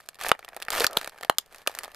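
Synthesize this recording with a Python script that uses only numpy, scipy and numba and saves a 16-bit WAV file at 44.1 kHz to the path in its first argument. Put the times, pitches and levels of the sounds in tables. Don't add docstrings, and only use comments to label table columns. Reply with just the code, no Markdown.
import sys
import numpy as np
from scipy import signal
from scipy.fft import rfft, irfft
from scipy.io import wavfile
from numba import njit

SR = 44100
rng = np.random.default_rng(int(sys.argv[2]) if len(sys.argv) > 2 else 0)


def invert_db(level):
    return 10 ** (np.asarray(level, dtype=float) / 20)


def pcm_store(signal):
    levels = np.round(np.clip(np.atleast_2d(signal), -1, 1) * 32767)
    wavfile.write(sys.argv[1], SR, levels.astype(np.int16).T)


N = 85995

# start in seconds [s], level [dB], main ring [Hz],
# middle rings [dB], treble crack [dB].
SNAPS = [(0.087, -18.5, 1160, -12.5, -12), (.211, -12.5, 1800, -17.5, -19), (0.2462, -9, 1440, -29, -39),
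         (0.2637, -9.5, 1950, -20, -26), (0.2843, -20, 1160, -9, -3.5), (0.2908, -12, 1410, -7.5, -14.5),
         (.315, -2.5, 1660, -10, -21), (.564, -18, 734, -14.5, -16.5), (0.6222, -21.5, 1720, -1, -10.5),
         (.683, -6, 1760, -22, -33), (.703, -10.5, 1160, -10, -13), (0.718, -17.5, 1610, -4, -20),
         (0.798, -21, 1490, 0.5, 0), (0.804, -10, 850, -1.5, -13), (0.8431, -13, 1710, -8, -4.5),
         (0.8656, -15.5, 1290, -3.5, -1.5), (0.9671, -11, 770, -20, -25), (0.9702, -14.5, 850, 0.5, -2.5),
         (1.074, -9.5, 1370, -20, -21.5), (1.2315, -11, 1400, -18.5, -23.5), (1.2961, -9, 523, -12.5, -9.5),
         (1.383, -22.5, 710, 7.5, 8), (1.673, -17.5, 810, 3, 0), (1.7871, -17, 1330, -7.5, -7.5)]
# start in seconds [s], level [dB], main ring
# [Hz], upper rings [dB].
TICKS = [(0.001, -29.5, 1930, -17), (0.06, -43.5, 2100, -6.5), (0.144, -46.5, 1740, 3),
         (0.154, -35, 2000, -7.5), (0.187, -27.5, 1350, -20), (0.221, -33, 1270, -6),
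         (0.236, -18.5, 1400, -8), (0.257, -34, 1840, 2), (0.391, -21, 1410, -17),
         (0.427, -23, 2040, -34), (0.446, -27.5, 794, -8), (0.479, -20.5, 1980, -31),
         (0.487, -25.5, 820, -11), (0.531, -22.5, 1870, -32), (0.545, -31.5, 1800, -11.5),
         (0.571, -20.5, 800, -23.5), (0.6, -25.5, 740, -13), (0.617, -20, 1700, -20),
         (0.627, -20.5, 1670, -11.5), (0.649, -33, 1800, -6),
         (0.909, -31.5, 557, -7), (0.93, -31.5, 627, -0.5), (1.012, -16.5, 1420, -14),
                (1.029, -28, 815, -26), (1.044, -17, 1970, -13), (1.059, -23, 1330, -16),
                (1.094, -32, 1740, -5), (1.161, -35, 665, -25), (1.177, -29, 1980, -18),
                (1.184, -28.5, 1770, -17), (1.209, -23.5, 700, -14.5), (1.247, -16.5, 690, -15),
                (1.46, -56, 725, 8), (1.531, -45, 1780, -4.5), (1.545, -24, 1860, -15),
                (1.559, -38, 654, -4), (1.582, -40.5, 856, -1.5), (1.663, -18, 1210, -28),
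                (1.695, -21, 780, -19.5), (1.714, -31, 1180, -10.5),
         (1.729, -40, 587, -17), (1.749, -18.5, 1550, -11.5), (1.773, -26.5, 1050, -36.5),
                   (1.808, -23.5, 1300, -22), (1.833, -22, 1110, -7.5), (1.839, -18, 1650, -15.5),
                   (1.845, -23, 790, -8), (1.855, -23, 1030, -20), (1.878, -23.5, 750, -23),
                   (1.916, -49, 713, 5), (1.945, -23.5, 2360, -13.5),
         (.192, -26.5, 1310, -14.5), (.217, -17.5, 1990, -26), (.007, -45, 2400, -3.5),
               (.268, -15.5, 1950, -18), (.2735, -22.5, 2300, -21), (.349, -20.5, 800, -32),
               (0.7268, -18, 1700, -8), (0.736, -15, 1930, -20), (.74, -9, 1770, -25),
               (0.75, -8, 1900, -19), (0.76, -10, 1400, -20), (0.766, -23, 2080, -8),
               (.773, -15, 1890, -18), (.778, -12, 1800, -14), (1.2266, -26, 900, -12.5),
               (0.791, -26, 1410, -8), (.815, -16, 1500, -11.5), (1.393, -29, 1140, -14),
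               (1.524, -30.5, 1740, -16.5), (.984, -25, 1400, -6), (1.617, -36, 1300, -12.5)]
# start in seconds [s], pitch [Hz], level [dB], decay t60 [s].
FOLDS = [(0.3157, 488, -8.5, 0.013), (.3158, 850, -1.5, 0.01), (0.316, 1277, 0, 0.012),
         (0.3156, 2430, -8.5, 0.0045), (0.3169, 3000, -11.5, 0.0097), (.8444, 590, -13.5, 0.0076),
         (0.8439, 1440, -11, 0.012), (.8444, 1680, -7, 0.0091), (.8444, 2450, -14.5, 0.0092),
         (0.8439, 4360, -6.5, 0.0025), (0.8668, 3470, -14, 0.0075), (0.8673, 4580, -7, 0.0063),
         (0.867, 5530, -13, 0.011), (.871, 1245, -19, 0.013), (0.9708, 544, -10, .010),
         (.9713, 840, -12, 0.011), (0.9712, 1370, -14.5, 0.014), (0.9714, 3640, -0.5, 0.0032),
         (1.2973, 725, 2, 0.0068), (1.2973, 1205, 0, 0.0059), (1.298, 1660, -7.5, 0.008),
         (1.2974, 3000, -6, 0.0059), (1.297, 4000, -11, 0.0072), (1.384, 1255, -24, 0.017),
         (1.384, 2170, -16.5, 0.0049), (1.384, 3460, -11.5, 0.0078), (1.384, 5000, -14.5, 0.0074),
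         (1.384, 7140, -7.5, .004), (1.6745, 584, -15, 0.017), (1.676, 1230, -17.5, 0.016),
         (1.6766, 1735, -19.5, 0.012), (1.6745, 2480, -18, 0.013), (1.6741, 3620, -6.5, 0.0036)]
# pitch [Hz], level [dB].
SHELL_MODES = [(465, -22), (690, -16), (830, -20), (1250, -16.5), (1750, -13.5), (2280, -20.5)]
# time in seconds [s], level [dB], brightness [dB].
PRESSURE = [(0, -60.5, -11), (0.182, -58, -22.5), (0.205, -42, -6.5), (0.297, -28.5, -18.5),
            (0.327, -57, -19.5), (0.688, -49.5, -25), (0.727, -28, -14), (0.843, -27.5, -13),
            (0.887, -44.5, -39), (.962, -44, -17), (0.976, -35, -14), (1.11, -50.5, -20.5),
            (1.45, -60.5, -20), (1.52, -52, -16.5), (1.618, -49.5, -17), (1.649, -67.5, -18),
            (1.676, -46.5, -14.5), (1.95, -48.5, -22)]
# pitch [Hz], level [dB].
CREAK_MODES = [(620, -4.5), (1250, -9), (2260, -38)]
# start in seconds [s], level [dB].
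JOLTS = [
    (.316, -13.5),
    (.844, -19),
    (0.972, -17),
    (1.2975, -13.5),
]
# frequency [Hz], level [dB per Hz].
AIR_SPECTRUM = [(18, -13), (60, -7), (140, -0.5), (288, -10), (680, -19), (1870, -31), (13000, -38)]

MAIN_CYCLES, SHELL_T60_S, MID_T60_S, TOP_T60_S = 5.5, .016, .005, .0022
MID_HZ, TOP_HZ = (2443, 5390), (5590, 14350)
SPREAD_S, BUILD_S = .00045, .0009
AFTER_S, AFTER_RING, AFTER_DB = .0022, 3, -12
TICK_TOP_DB = -4
CRACKLE_PER_S, CRACKLE_SCATTER_DB = 550, 2.8
RUB_PER_S, RUB_DB, PATCH_S, PATCH_DB = 14000, -4.5, .004, 3
CREAK_S, CREAK_PER_S, CREAK_T60_S, CREAK_DB = (.8975, .962), 143, .014, -26
THUMP_HZ, THUMP_DB, THUMP_T60_S = 199, -18, 0.0097
THUMP_GROWTH = 1.5
KNOCK_S, KNOCK_HZ, KNOCK_T60_S, KNOCK_DB = .8052, 465, .065, -17
ROOM_T60_S, ROOM_DAMP, ROOM_DB = 0.093, 0.22, -19
RUMBLE_HZ, RUMBLE_DB, RUMBLE_FOLLOW = 42, -71.5, 0.77
AIR_DB = -72.5
PORT_LAG_S, WIDE_HZ, LEFT_TOP_DB = .00002, 8400, -2
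SHELL_LOW_HZ, MIC_TOP_HZ = 257, 15100


@njit
def rings(start, hz, t60, size, turn, n, sr):
    out = np.zeros((2, n))
    for g in range(len(hz)):
        step = np.exp(2j * np.pi * hz[g] / sr - np.log(1000.) / (t60[g] * sr))
        z, rise, ease = 1 + 0j, 1., np.exp(-3 * hz[g] / sr)
        left = size[g, 0] * np.exp(1j * turn[g, 0])
        right = size[g, 1] * np.exp(1j * turn[g, 1])
        for i in range(start[g], min(n, start[g] + int(t60[g] * sr))):
            rise *= ease
            out[0, i] += (z * left).imag * (1 - rise)
            out[1, i] += (z * right).imag * (1 - rise)
            z *= step
    return out


def grains(t, hz, t60, db, sign=None):
    t, hz, t60, db = (np.ravel(v) for v in np.broadcast_arrays(t, hz, t60, db))
    c = rng.standard_normal((len(hz), 3))
    wide = np.tanh(hz / WIDE_HZ)
    if sign is None:
        sign = np.where(c[:, 0] > 0, 0, np.pi)
    apart = wide * c[:, 1] * 0.69 - np.pi * np.minimum(hz, WIDE_HZ / 2) * PORT_LAG_S
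    pan_db = wide * (LEFT_TOP_DB + 2 * c[:, 2]) / 2
    size = np.stack([invert_db(db + pan_db), invert_db(db - pan_db)], axis=1)
    turn = np.stack([sign + apart, sign - apart], axis=1)
    start = np.clip(t * SR, 0, N).astype(np.int64)
    return rings(start, np.minimum(hz, .45 * SR), np.abs(t60), size, turn, N, 1. * SR)


def buckle(t, db, hz, mid_db, top_db, count):
    t, db, hz, mid_db, top_db = (np.asarray(v)[:, None] for v in (t + BUILD_S, db, hz, mid_db, top_db))
    mode_hz, mode_db = np.array(SHELL_MODES).T
    c = rng.standard_normal((len(t), 3, len(mode_hz)))
    u = rng.random((len(t), 6, count))
    after = np.arange(count) % 2
    lag = np.where(after, AFTER_S, SPREAD_S)
    ring = np.where(after, AFTER_RING, 1)
    share_db = AFTER_DB * after - 10 * np.log10(count)

    def late(v):
        return t - lag * np.log(1 - .98 * v)

    def even(v):
        return (np.arange(count) + v) / count

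    main = grains(t, hz, MAIN_CYCLES / hz, db - 4.5)
    shell_t = t + 2 * SPREAD_S * np.abs(c[:, 0])
    shell_hz = mode_hz * (1 + 0.047 * c[:, 1])
    shell = grains(shell_t, shell_hz, SHELL_T60_S, db - 2.5 + mode_db + 3 * c[:, 2])
    mid_hz = MID_HZ[0] * (MID_HZ[1] / MID_HZ[0]) ** even(u[:, 1])
    mid_t60 = ring * MID_T60_S * (.5 + u[:, 2])
    middle = grains(late(u[:, 0]), mid_hz, mid_t60, db + mid_db + share_db + 7.5)
    top_hz = TOP_HZ[0] + (TOP_HZ[1] - TOP_HZ[0]) * even(u[:, 4])
    top_t60 = ring * TOP_T60_S * (.5 + u[:, 5])
    treble = grains(late(u[:, 3]), top_hz, top_t60, db + top_db + share_db + 15.0)
    return main + shell + middle + treble


def snaps():
    return buckle(*np.array(SNAPS).T, count=20)


def folds():
    t, hz, db, t60 = np.array(FOLDS).T
    return grains(t, hz, t60, db, sign=np.pi * (np.arange(len(t)) % 2))


def ticks():
    rows = np.array(TICKS)
    t, db, hz, upper_db = rows.T
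    return buckle(t, db, hz, upper_db, upper_db + TICK_TOP_DB, count=14)


def pressure(t):
    at, db, bright_db = np.array(PRESSURE).T
    return np.interp(t, at, db), np.interp(t, at, bright_db)


def crackle():
    u = rng.random((int(CRACKLE_PER_S * N / SR), 3)).T
    t = u[0] * N / SR
    press_db, bright_db = pressure(t)
    db = press_db + 6 - CRACKLE_SCATTER_DB * np.log(1 - .99 * u[1])
    return buckle(t, db, 500 * 5.14 ** u[2], bright_db, bright_db - 5, count=6)


def rub():
    u = rng.random((int(RUB_PER_S * N / SR), 3)).T
    t = u[0] * N / SR
    hz = 1200 + 13500 * u[1] ** 1.746
    press_db, bright_db = pressure(t)
    db = press_db + bright_db + RUB_DB - 2.3 * np.log(1 - .99 * u[2])
    patch = rng.standard_normal((int(N / SR / PATCH_S) + 1, 4))
    catch_db = PATCH_DB * patch[(t / PATCH_S).astype(int), (4 * u[1]).astype(int)]
    return grains(t, hz, 16 / hz, db + catch_db)


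def creak():
    t = np.arange(CREAK_S[0], CREAK_S[1], 1 / CREAK_PER_S)[:, None]
    mode_hz, mode_db = np.array(CREAK_MODES).T
    c = rng.standard_normal((len(t), 3, len(mode_hz)))
    slip_t = t + 0.00039 * c[:, 0, :1]
    hz = mode_hz * (1 + 0.033 * c[:, 1])
    return grains(slip_t, hz, CREAK_T60_S, CREAK_DB + mode_db + 0.96 * c[:, 2])


def thumps():
    snap_t, snap_db = np.array(SNAPS).T[:2]
    jolt_t, jolt_db = np.array(JOLTS).T
    small = grains(snap_t + BUILD_S, THUMP_HZ, THUMP_T60_S, THUMP_GROWTH * snap_db + THUMP_DB)
    hard = grains(jolt_t, THUMP_HZ, THUMP_T60_S, jolt_db)
    return small + hard + grains(KNOCK_S, KNOCK_HZ, KNOCK_T60_S, KNOCK_DB)


@njit
def walls(x, lags, gain, damp):
    line, soft, out = np.zeros((8, 4096)), np.zeros(8), np.zeros((2, len(x)))
    for i in range(len(x)):
        total = 0.
        for k in range(8):
            soft[k] += (1 - damp) * (gain[k] * line[k, (i - lags[k]) & 4095] - soft[k])
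            total += soft[k]
            out[k % 2, i] += soft[k]
        for k in range(8):
            line[k, i & 4095] = x[i] + soft[k] - total / 4
    return out


def room_tail(shell):
    lags = rng.integers(150, 1500, 8)
    gain = invert_db(-60 * lags / SR / ROOM_T60_S)
    return invert_db(ROOM_DB) * walls(shell.mean(axis=0), lags, gain, ROOM_DAMP)


def tinted_noise(gain):
    return irfft(rfft(rng.standard_normal((2, N))) * gain, N)


def rumble(f):
    low = tinted_noise(1 / (1 + (f / RUMBLE_HZ) ** 2))
    low = low[0] + .5 * low[1] * np.array([[1], [-1]])
    swell_db = RUMBLE_FOLLOW * (pressure(np.arange(N) / SR)[0] + 55)
    return invert_db(RUMBLE_DB + swell_db) * low / low.std()


def room_air(f):
    hz, db = np.array(AIR_SPECTRUM).T
    air = tinted_noise(invert_db(np.interp(np.log(f), np.log(hz), db)))
    return invert_db(AIR_DB) * air / air.std()


def scene():
    shell = snaps() + folds() + ticks() + crackle() + rub() + creak()
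    thin = signal.butter(3, SHELL_LOW_HZ, "high", fs=SR, output="sos")
    shell = signal.sosfilt(thin, shell)
    f = np.maximum(np.arange(N // 2 + 1) * SR / N, 20)
    return shell + thumps() + room_tail(shell) + rumble(f) + room_air(f)


def band_limit(x):
    return signal.sosfilt(signal.butter(12, 16490, fs=SR, output="sos"), x)


def record(dry):
    roll_off = signal.butter(12, MIC_TOP_HZ, fs=SR, output="sos")
    mix = np.clip(signal.sosfilt(roll_off, dry), -1, 1)
    return band_limit(mix)


dry = scene()
out = record(dry)
pcm_store(out)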